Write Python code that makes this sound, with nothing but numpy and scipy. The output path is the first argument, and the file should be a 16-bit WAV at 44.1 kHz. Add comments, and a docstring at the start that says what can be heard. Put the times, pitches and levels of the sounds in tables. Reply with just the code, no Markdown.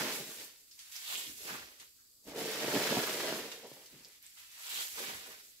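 """Foam packing peanuts, scooped by hand from a cardboard box and tipped into a bin at the side.
Foam rubbing on foam gives dense tiny slips, from fine hiss to coarse crunch; single peanuts snap.
The box walls boom under the push, knuckles knock, shoves rumble through the desk.
Small soft room; two spaced microphone ports hear each slip with its own lag."""
import sys
import numpy as np
from scipy import signal
from scipy.fft import rfft, irfft
from scipy.io import wavfile

SR = 44100
rng = np.random.default_rng(int(sys.argv[2]) if len(sys.argv) > 2 else 0)


def wav_out(sig):
    """Save sig, one row per channel (or a flat mono array), as 16-bit PCM at SR to the path in sys.argv[1]."""
    wavfile.write(sys.argv[1], SR, np.round(np.clip(np.atleast_2d(sig).T, -1, 1) * 32767).astype(np.int16))


N = 246959

# foam in the hands: t/s, fine rub level/dB, pressure (squeeze over fine rub)/dB
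RUB = [(0.0, -41, 1), (0.04, -43.5, 0), (0.15, -43, -8.5), (0.24, -50, -12), (0.43, -49.5, -15),
       (0.51, -61, -10.5), (0.65, -65, -29), (0.76, -60, -37), (0.81, -60, -8.5), (0.9, -56, -19),
       (0.96, -49.5, -9.5), (1.0, -52, -9), (1.06, -47.5, -11.5), (1.11, -42.5, -8.5), (1.18, -43.5, -9),
       (1.25, -47.5, -11), (1.35, -51, -28.5), (1.5, -47.5, -0.5), (1.58, -53, 2.5), (1.77, -65, -11.5),
       (1.82, -59, -4), (1.92, -65, -34), (2.23, -67.5, -51), (2.28, -55.5, -7.5), (2.34, -59.5, -2),
       (2.39, -45.5, -4), (2.55, -45.5, -4), (2.68, -43, -1.5), (2.89, -40.5, -1), (3.05, -42.5, -2.5),
       (3.35, -46.5, 0), (3.6, -59, -5.5), (3.75, -59, -13), (4.02, -63, -10), (4.15, -61.5, -14),
       (4.21, -68.5, -20), (4.24, -58.5, -15), (4.28, -61, -18.5), (4.33, -62.5, -22.5), (4.39, -56.5, -21),
       (4.49, -60.5, -16), (4.7, -45.5, -7.5), (4.8, -41, -8), (4.92, -49, -16.5), (5.02, -44.5, -6),
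       (5.1, -48, -1.5), (5.23, -54.5, -6.5), (5.32, -56, -0.5), (5.49, -60, -26.5), (5.6, -63, -23.5)]
# slip classes: low f/Hz, high f/Hz, slips/s, size spread/dB, t60/cycles, clumping/dB
FINE = (5280, 15430, 16100, 0.45, 7.1, 1.16)
CRUNCH = (2520, 4800, 8700, 0.92, 2.24, 1.16)
SQUEEZE = (895, 2520, 3940, 2.4, 5.6, 3.1)
THUD = (118.4, 323, 1700, 3.05, 7.5, 0.74)
# spectrum of each slip class: f/Hz, relative density/dB
FINE_COLOUR = [(2940, -30), (5000, -8), (5970, -12), (7660, 5.5), (9270, -22), (11900, 4), (15100, -16),
               (15700, -11.5)]
CRUNCH_COLOUR = [(2200, -5), (3400, -12), (5500, 2)]
SQUEEZE_COLOUR = [(800, -26), (1050, 1.5), (1320, -5.5), (1600, 3.5), (2200, -3.5)]
THUD_COLOUR = [(120, 0.5), (200, -8), (330, -1)]
# single peanuts snapping: t/s, peak level/dB, f/Hz, t60/cycles
SNAPS = [(.561, -47, 4300, 4), (.714, -49, 4600, 4), (.7914, -44, 5300, 3), (.9641, -30, 5470, 8),
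         (.9648, -34, 11500, 7), (1.079, -32, 3800, 6), (1.1558, -27, 3100, 6), (1.180, -33, 3300, 5),
         (1.270, -37, 3300, 6), (1.7995, -43, 6900, 3), (2.2682, -45, 4600, 3), (2.644, -27, 2600, 3),
         (2.7518, -24, 2500, 3), (2.969, -27, 3000, 3), (3.3894, -33, 2600, 3), (3.6711, -43, 11000, 6),
         (3.7203, -45, 3500, 3), (3.8592, -47, 5600, 3), (3.901, -45, 12000, 8), (3.9783, -48, 5800, 3),
         (4.0362, -46, 5300, 5), (4.0479, -37, 5000, 7), (4.0857, -43, 10000, 5), (4.2267, -38, 12500, 9),
         (4.2652, -38.5, 7880, 14), (4.3724, -46, 3700, 3), (4.7605, -30, 3300, 6), (4.8073, -29, 7600, 5),
         (4.8257, -29, 3400, 5), (4.9958, -27, 7400, 4), (5.3203, -41, 11900, 8)]
# short bursts of foam hiss and crunch: t/s, level/dB, f/Hz, width/Hz, t60/s
BURSTS = [(0.158, -44, 2200, 1500, 0.09), (0.712, -56, 5080, 3000, 0.2), (0.79, -50.5, 5100, 7970, 0.29),
          (0.919, -52, 3600, 4000, 0.54), (0.953, -49, 5400, 2000, 0.13), (1.175, -37.5, 7300, 2500, 0.055),
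          (1.799, -50, 4000, 9000, 0.13), (1.986, -71, 1480, 690, .3), (2.360, -50, 3000, 8000, .2),
          (2.746, -40, 2500, 4000, .15), (2.9, -39.5, 3000, 5000, .15), (3.305, -44, 2500, 4000, .2),
          (3.516, -41.5, 3000, 5140, 0.12), (3.858, -54, 4940, 6000, 0.13), (4.050, -57, 5000, 4020, .1),
          (4.271, -72, 7950, 1520, 0.098), (4.371, -55.5, 2660, 4830, 0.63), (4.991, -47, 5000, 9000, 0.14)]
# hand position: t/s, reach (0 box, 1 bin)
REACH = [(0, 0.027), (.6, 0.17), (1.05, 0.91), (2.0, 0.97), (2.3, 0.11), (3.9, 0.0072), (4.5, .7),
         (4.8, 0.98), (5.6, 0.96)]
# pours into the bin: start t/s, length/s, hollowness (0-1)
POURS = [(1.02, .27, 0.74), (4.63, 0.23, 0.64), (4.944, 0.43, 0.1)]
# bin resonances: f/Hz, width/Hz
BIN_BANDS = [(3300, 3500), (7500, 720)]
# cardboard box modes: f/Hz, level/dB, t60/s
BOX_MODES = [(141.5, 0, 0.11), (212, -32, 0.054), (282, 3, 0.02), (372, 4.5, 0.033), (456.7, 6, 0.036),
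             (560, 4, 0.029), (646.6, -0.5, 0.045), (733, -4.5, 0.046), (876, 1.5, 0.014)]
# peanuts pushed against the walls: t/s, level/dB
WALL_PUSH = [(0.0, -46), (0.04, -40.5), (0.33, -62.5), (0.58, -83), (0.9, -94.5), (1.17, -58.5),
             (1.36, -76), (1.47, -50.5), (1.67, -71), (1.92, -91), (2.24, -89), (2.34, -49), (2.51, -47),
             (2.78, -37), (3.07, -42), (3.31, -42), (3.55, -57), (3.9, -77), (4.3, -93.5), (4.62, -93),
             (4.7, -70), (4.79, -61.5), (4.92, -78), (5.01, -48.5), (5.24, -68), (5.6, -88)]
# hand or arm shoves: peak t/s, wall level/dB, thud level/dB, desk level/dB, fade/(dB/s)
SHOVES = [(0.0, -53, -39, -67, 135), (0.2, -58, -47, -74, 147), (0.29, -65, -60, -78, 200),
          (0.389, -55.5, -62, -76, 150), (1.279, -70, -53.5, -65, 168), (1.42, -70, -74, -71, 100),
          (1.51, -67, -49.5, -68, 168), (1.62, -59, -68, -67, 150), (1.81, -70, -74, -85, 202),
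          (2.282, -47.5, -48, -63, 198), (2.38, -40, -49, -80, 150), (2.42, -44.5, -41.5, -69, 172),
          (2.68, -49, -43, -62, 150), (2.752, -33, -30.5, -64, 252), (2.912, -33, -36, -72, 302),
          (2.978, -41, -34.5, -55, 300), (3.32, -51, -44, -73, 106), (3.65, -47.5, -74, -95, 300),
          (3.768, -56, -86, -84, 163), (3.941, -68, -52.5, -70, 194), (4.06, -69, -77, -88, 158.5),
          (4.92, -85, -75, -73, 102), (5.08, -62, -57.5, -73, 96), (5.14, -83, -78, -64, 150),
          (5.28, -59, -67, -77, 130.5)]
# knuckles and falling peanuts on the box: t/s, peak level/dB
KNOCKS = [(0.106, -48), (0.25, -58), (2.269, -43), (2.361, -29.5), (2.418, -38), (2.595, -53), (2.644, -25),
          (2.682, -23.5), (2.749, -19), (2.774, -27), (2.91, -26), (2.97, -15), (3.325, -26), (3.646, -46),
          (3.676, -52), (3.716, -36.5), (3.808, -56.5)]
# desk rumble: f/Hz, relative density/dB
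DESK_COLOUR = [(15, -25), (30, -18), (60, -4), (90, -6.5), (125, -5), (170, -29), (300, -70)]
# room tone and microphone hiss: f/Hz, relative density/dB
AIR_COLOUR = [(13, -30), (22, 11), (66, 2), (193, -1), (268, 5.5), (703, -15), (1220, -3.5), (2050, -15),
              (2290, -22), (4810, 11), (6170, -10.5), (7680, 9), (9060, -7), (12300, 5), (15700, 0)]

# pairs: (at box, at bin)
CRUNCH_OVER_FINE_DB, LEFT_LAG_MS, LEFT_OVER_RIGHT_DB = (2.5, 1.5), (0.02, 0.26), (-1, -2)
LAG_SPREAD_MS, SHOVE_RISE_DB_PER_S = 0.11, 700.5
WALL_CLUMP_DB, KNOCK_SOFT_HZ, BASS_CUT_HZ = 1.5, 900, 168
THUD_RE_PUSH_DB, DESK_RE_PUSH_DB, DESK_FLOOR_DB, AIR_DB = -10, -29.5, -86.5, -66
ROOM_T60_S, ROOM_DB, ROOM_CUT_HZ, ROOM_ALIKE_HZ, ROOM_CHANGE_S = 0.18, -3, 930, 800, 0.25
PORT_DIP_HZ, PORT_DIP_WIDTH_HZ, PORT_DIP_DEPTH, CUTOFF_HZ = 9000, 660, 0.33, 15720


def rubbing():
    """Foam on foam: fine hiss, crunch and squeeze; pours bring out the bin's resonances."""
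    fine_db, pressure_db = in_time(RUB)
    hollowness = pouring()
    crunch_db = fine_db + at_reach(CRUNCH_OVER_FINE_DB) + 0.33 * pressure_db
    crunch = foam(CRUNCH, crunch_db, CRUNCH_COLOUR)
    crunch = in_bin(crunch, BIN_BANDS[0], boost_db=5, share=hollowness)
    fine = foam(FINE, fine_db, FINE_COLOUR)
    fine = fine + hollowness * 0.41 * resonance(fine, *BIN_BANDS[1])
    return fine + crunch + foam(SQUEEZE, fine_db + pressure_db, SQUEEZE_COLOUR)


def foam(slip_class, level_db, colour, pitches=20):
    """Each slip rings a few cycles at one of many pitches; the level wavers in clumps."""
    low_hz, high_hz, per_s, spread_db, cycles, clump_db = slip_class
    at, sizes, places = slips(per_s, spread_db)
    pitch, out = rng.integers(0, pitches, N)[at], 0
    for k, hz in enumerate(np.geomspace(low_hz, high_hz, pitches)):
        mine = pitch == k
        clicks = at_ports(at[mine], sizes[mine], places[mine])
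        weight = np.sqrt(hz) * from_db(at_hz(colour, hz))   # offsets the wider spacing up high
        out = out + weight * rms_one(ring(clicks, hz, cycles / hz))
    band = butter(out, 3, [low_hz * 0.66, min(high_hz * 1.355, 19000)], "band")
    return from_db(level_db + clump_db * drift(rate_hz=35)) * rms_one(band)


def slips(per_s, spread_db):
    """Random slips: sample index, signed size, place in the heap."""
    at = np.flatnonzero(rng.random(N) < per_s / SR)
    sizes = from_db(spread_db * np.minimum(rng.exponential(1, N), 4)) * rng.choice([-1, 1], N)
    return at, sizes[at], rng.standard_normal(N)[at]


def snaps():
    """Short squeaks: a click rung twice swells, then dies in a few cycles."""
    out, span = np.zeros((2, N)), 400
    for (t_s, db, hz, cycles), lag in zip(SNAPS, rng.integers(0, 2, len(SNAPS))):
        at = round(t_s * SR)
        squeak = ring(ring(np.arange(span) == 0, hz, cycles / hz), hz, cycles / hz)
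        squeak = np.diff(squeak, prepend=0)   # a tiny body radiates no bass
        squeak = from_db(db) * squeak / np.abs(squeak).max()
        out[0, at + lag:at + lag + span] += squeak
        out[1, at:at + span] += squeak
    return out


def bursts():
    """Short bursts of foam hiss and crunch that start at once and die away."""
    out, span = np.zeros((2, N)), 12000
    for t_s, db, hz, width_hz, t60_s in BURSTS:
        at = round(t_s * SR)
        noise = rng.standard_normal((2, span))
        hiss = rms_one(resonance(resonance(noise, hz, width_hz), hz, width_hz))
        out[:, at:at + span] += hiss * from_db(db - 60 * np.arange(span) / SR / t60_s)
    return out


def pouring():
    """Hollowness swells and sinks with each pour."""
    t_s = np.arange(N) / SR
    return sum(hollowness * np.sin(np.pi * np.clip((t_s - start_s) / length_s, 0, 1))
               for start_s, length_s, hollowness in POURS)


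def in_bin(x, band, boost_db, share):
    """A share of the sound passes through the bin's resonance."""
    share = np.clip(share, 0, 1)
    return (1 - share) * x + share * from_db(boost_db) * resonance(resonance(x, *band), *band)


def box(push_db):
    """Thud, wall boom and knocks; small walls radiate no deep bass."""
    thud_db = summed_db(push_db + THUD_RE_PUSH_DB, shove_db(column=2))
    thud = foam(THUD, thud_db, THUD_COLOUR, pitches=8)
    walls = box_walls(summed_db(push_db, shove_db(column=1)))
    return butter(thud + walls + knocks(), 4, BASS_CUT_HZ, "high")


def box_walls(level_db):
    """Peanuts patter on the cardboard and feed all but its two lowest modes."""
    patter = at_ports(*slips(per_s=1200, spread_db=2.5))
    body = sum(from_db(db) * ring(patter, hz, t60_s) * (-1) ** k
               for k, (hz, db, t60_s) in enumerate(BOX_MODES[2:]))
    return from_db(level_db + WALL_CLUMP_DB * drift(rate_hz=50)) * rms_one(body)


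def knocks():
    """A soft blow strikes every box mode, each with a random strength."""
    out, span = np.zeros((2, N)), 5000
    blow = butter(np.arange(span) == 0, 2, KNOCK_SOFT_HZ, "low")
    for t_s, peak_db in KNOCKS:
        at = round(t_s * SR)
        knock = sum(from_db(rng.normal(db, 3)) * ring(blow, hz, t60_s) for hz, db, t60_s in BOX_MODES)
        out[:, at:at + span] += from_db(peak_db) * knock / np.abs(knock).max()
    return out


def shove_db(column):
    """Each shove rises fast to its peak and fades at its own pace."""
    levels_db = []
    for shove in SHOVES:
        age_s = np.arange(N) / SR - shove[0]
        levels_db.append(shove[column] - np.maximum(-age_s * SHOVE_RISE_DB_PER_S, age_s * shove[-1]))
    return summed_db(*levels_db)


def desk_rumble(push_db):
    """Pushes and shoves carry through the desk as low noise."""
    level_db = summed_db(DESK_FLOOR_DB, push_db + DESK_RE_PUSH_DB, shove_db(column=3))
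    return from_db(level_db) * stereo_noise(DESK_COLOUR, alike_hz=92.3)


def room(x):
    """Echoes: a dying noise tail, thin in the bass, redrawn at intervals for the moving hands."""
    t_s, step = np.arange(round(0.4 * SR)) / SR, round(ROOM_CHANGE_S * SR)
    decay = from_db(-60 * t_s / ROOM_T60_S) * (t_s > 0.002)
    out, fade = np.zeros((2, N + 4 * step + len(t_s))), np.hanning(2 * step)
    x = np.pad(x, ((0, 0), (step, 2 * step)))
    for at in range(0, N + step, step):
        mid, side = rng.standard_normal((2, len(t_s))) * decay
        side = butter(side, 1, ROOM_ALIKE_HZ, "high")   # long waves reach both ports alike
        tail = butter([mid + side, mid - side], 1, ROOM_CUT_HZ, "high")
        tail = tail / np.sqrt(np.sum(tail ** 2, axis=1, keepdims=True))
        wet = signal.fftconvolve(x[:, at:at + 2 * step] * fade, tail, axes=1)
        out[:, at:at + wet.shape[1]] += wet
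    return from_db(ROOM_DB) * out[:, step:step + N]


def air():
    """Steady room tone and microphone hiss."""
    return from_db(AIR_DB) * stereo_noise(AIR_COLOUR, alike_hz=400)


def stereo_noise(colour, alike_hz):
    """Noise of rms 1; the ports agree below alike_hz."""
    hz = np.maximum(np.fft.rfftfreq(N, 1 / SR), 5)
    mid, side = rfft(rng.standard_normal((2, N))) * from_db(at_hz(colour, hz))
    alike = 1 / (1 + (hz / alike_hz) ** 2)
    return rms_one(irfft(np.sqrt(1 + alike) * mid + np.sqrt(1 - alike) * side * [[1], [-1]], N))


def at_ports(at, sizes, places):
    """Clicks at both ports; reach and place in the heap set each lag."""
    lag_ms = at_reach(LEFT_LAG_MS)[at] + LAG_SPREAD_MS * places
    lag = np.round(lag_ms * SR / 1000).astype(int)
    return np.array([np.bincount(np.clip(i, 0, N - 1), sizes, N) for i in (at + lag, at)])


def at_reach(ends):
    """Value between its box and bin ends, following the hands."""
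    return ends[0] + (ends[1] - ends[0]) * in_time(REACH)[0]


def ring(clicks, hz, t60_s):
    """A unit click starts a dying sine of height 1."""
    r, w = from_db(-60 / (t60_s * SR)), 2 * np.pi * hz / SR
    return signal.lfilter([0, np.sin(w)], [1, -2 * r * np.cos(w), r * r], clicks + 1e-18)


def resonance(x, hz, width_hz):
    """Band-pass, peak gain 1."""
    return signal.lfilter(*signal.iirpeak(hz, hz / width_hz, fs=SR), x)


def butter(x, order, hz, kind):
    """Maximally flat filter."""
    return signal.sosfilt(signal.butter(order, hz, kind, fs=SR, output="sos"), x)


def drift(rate_hz):
    """Slow random wander, rms 1."""
    hop = 40
    r = np.exp(-2 * np.pi * rate_hz * hop / SR)
    slow = signal.lfilter([1], [1, -2 * r, r * r], rng.standard_normal(N // hop + 2002))[2000:]
    return np.interp(np.arange(N) / hop, np.arange(len(slow)), rms_one(slow))


def in_time(rows):
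    """Table columns at every sample."""
    t_s, *columns = np.transpose(rows)
    return [np.interp(np.arange(N) / SR, t_s, column) for column in columns]


def at_hz(colour, hz):
    """Spectrum level on a log-frequency axis."""
    points_hz, levels_db = np.transpose(colour)
    return np.interp(np.log(hz), np.log(points_hz), levels_db)


def summed_db(*levels_db):
    """Power sum of levels."""
    return 10 * np.log10(sum(from_db(db) ** 2 for db in levels_db))


def from_db(db):
    """Level to gain."""
    return 10 ** (np.asarray(db) / 20)


def rms_one(x):
    """Scale to rms 1."""
    return x / np.sqrt(np.mean(x ** 2) + 1e-20)


def scene():
    """Foam and box in the room, panned with the hands, over rumble and room tone."""
    push_db, = in_time(WALL_PUSH)
    near = rubbing() + snaps() + bursts() + box(push_db)
    background = desk_rumble(push_db) + air()
    pan = from_db(np.outer([0.5, -0.5], at_reach(LEFT_OVER_RIGHT_DB)))
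    return (near + room(near)) * pan + background


def record(dry):
    """The port cavity dips one band; the top is cut steeply."""
    heard = dry - PORT_DIP_DEPTH * resonance(dry, PORT_DIP_HZ, PORT_DIP_WIDTH_HZ)
    return signal.sosfilt(signal.ellip(14, 0.5, 85, CUTOFF_HZ, fs=SR, output="sos"), heard)


dry = scene()
out = record(dry)
wav_out(out)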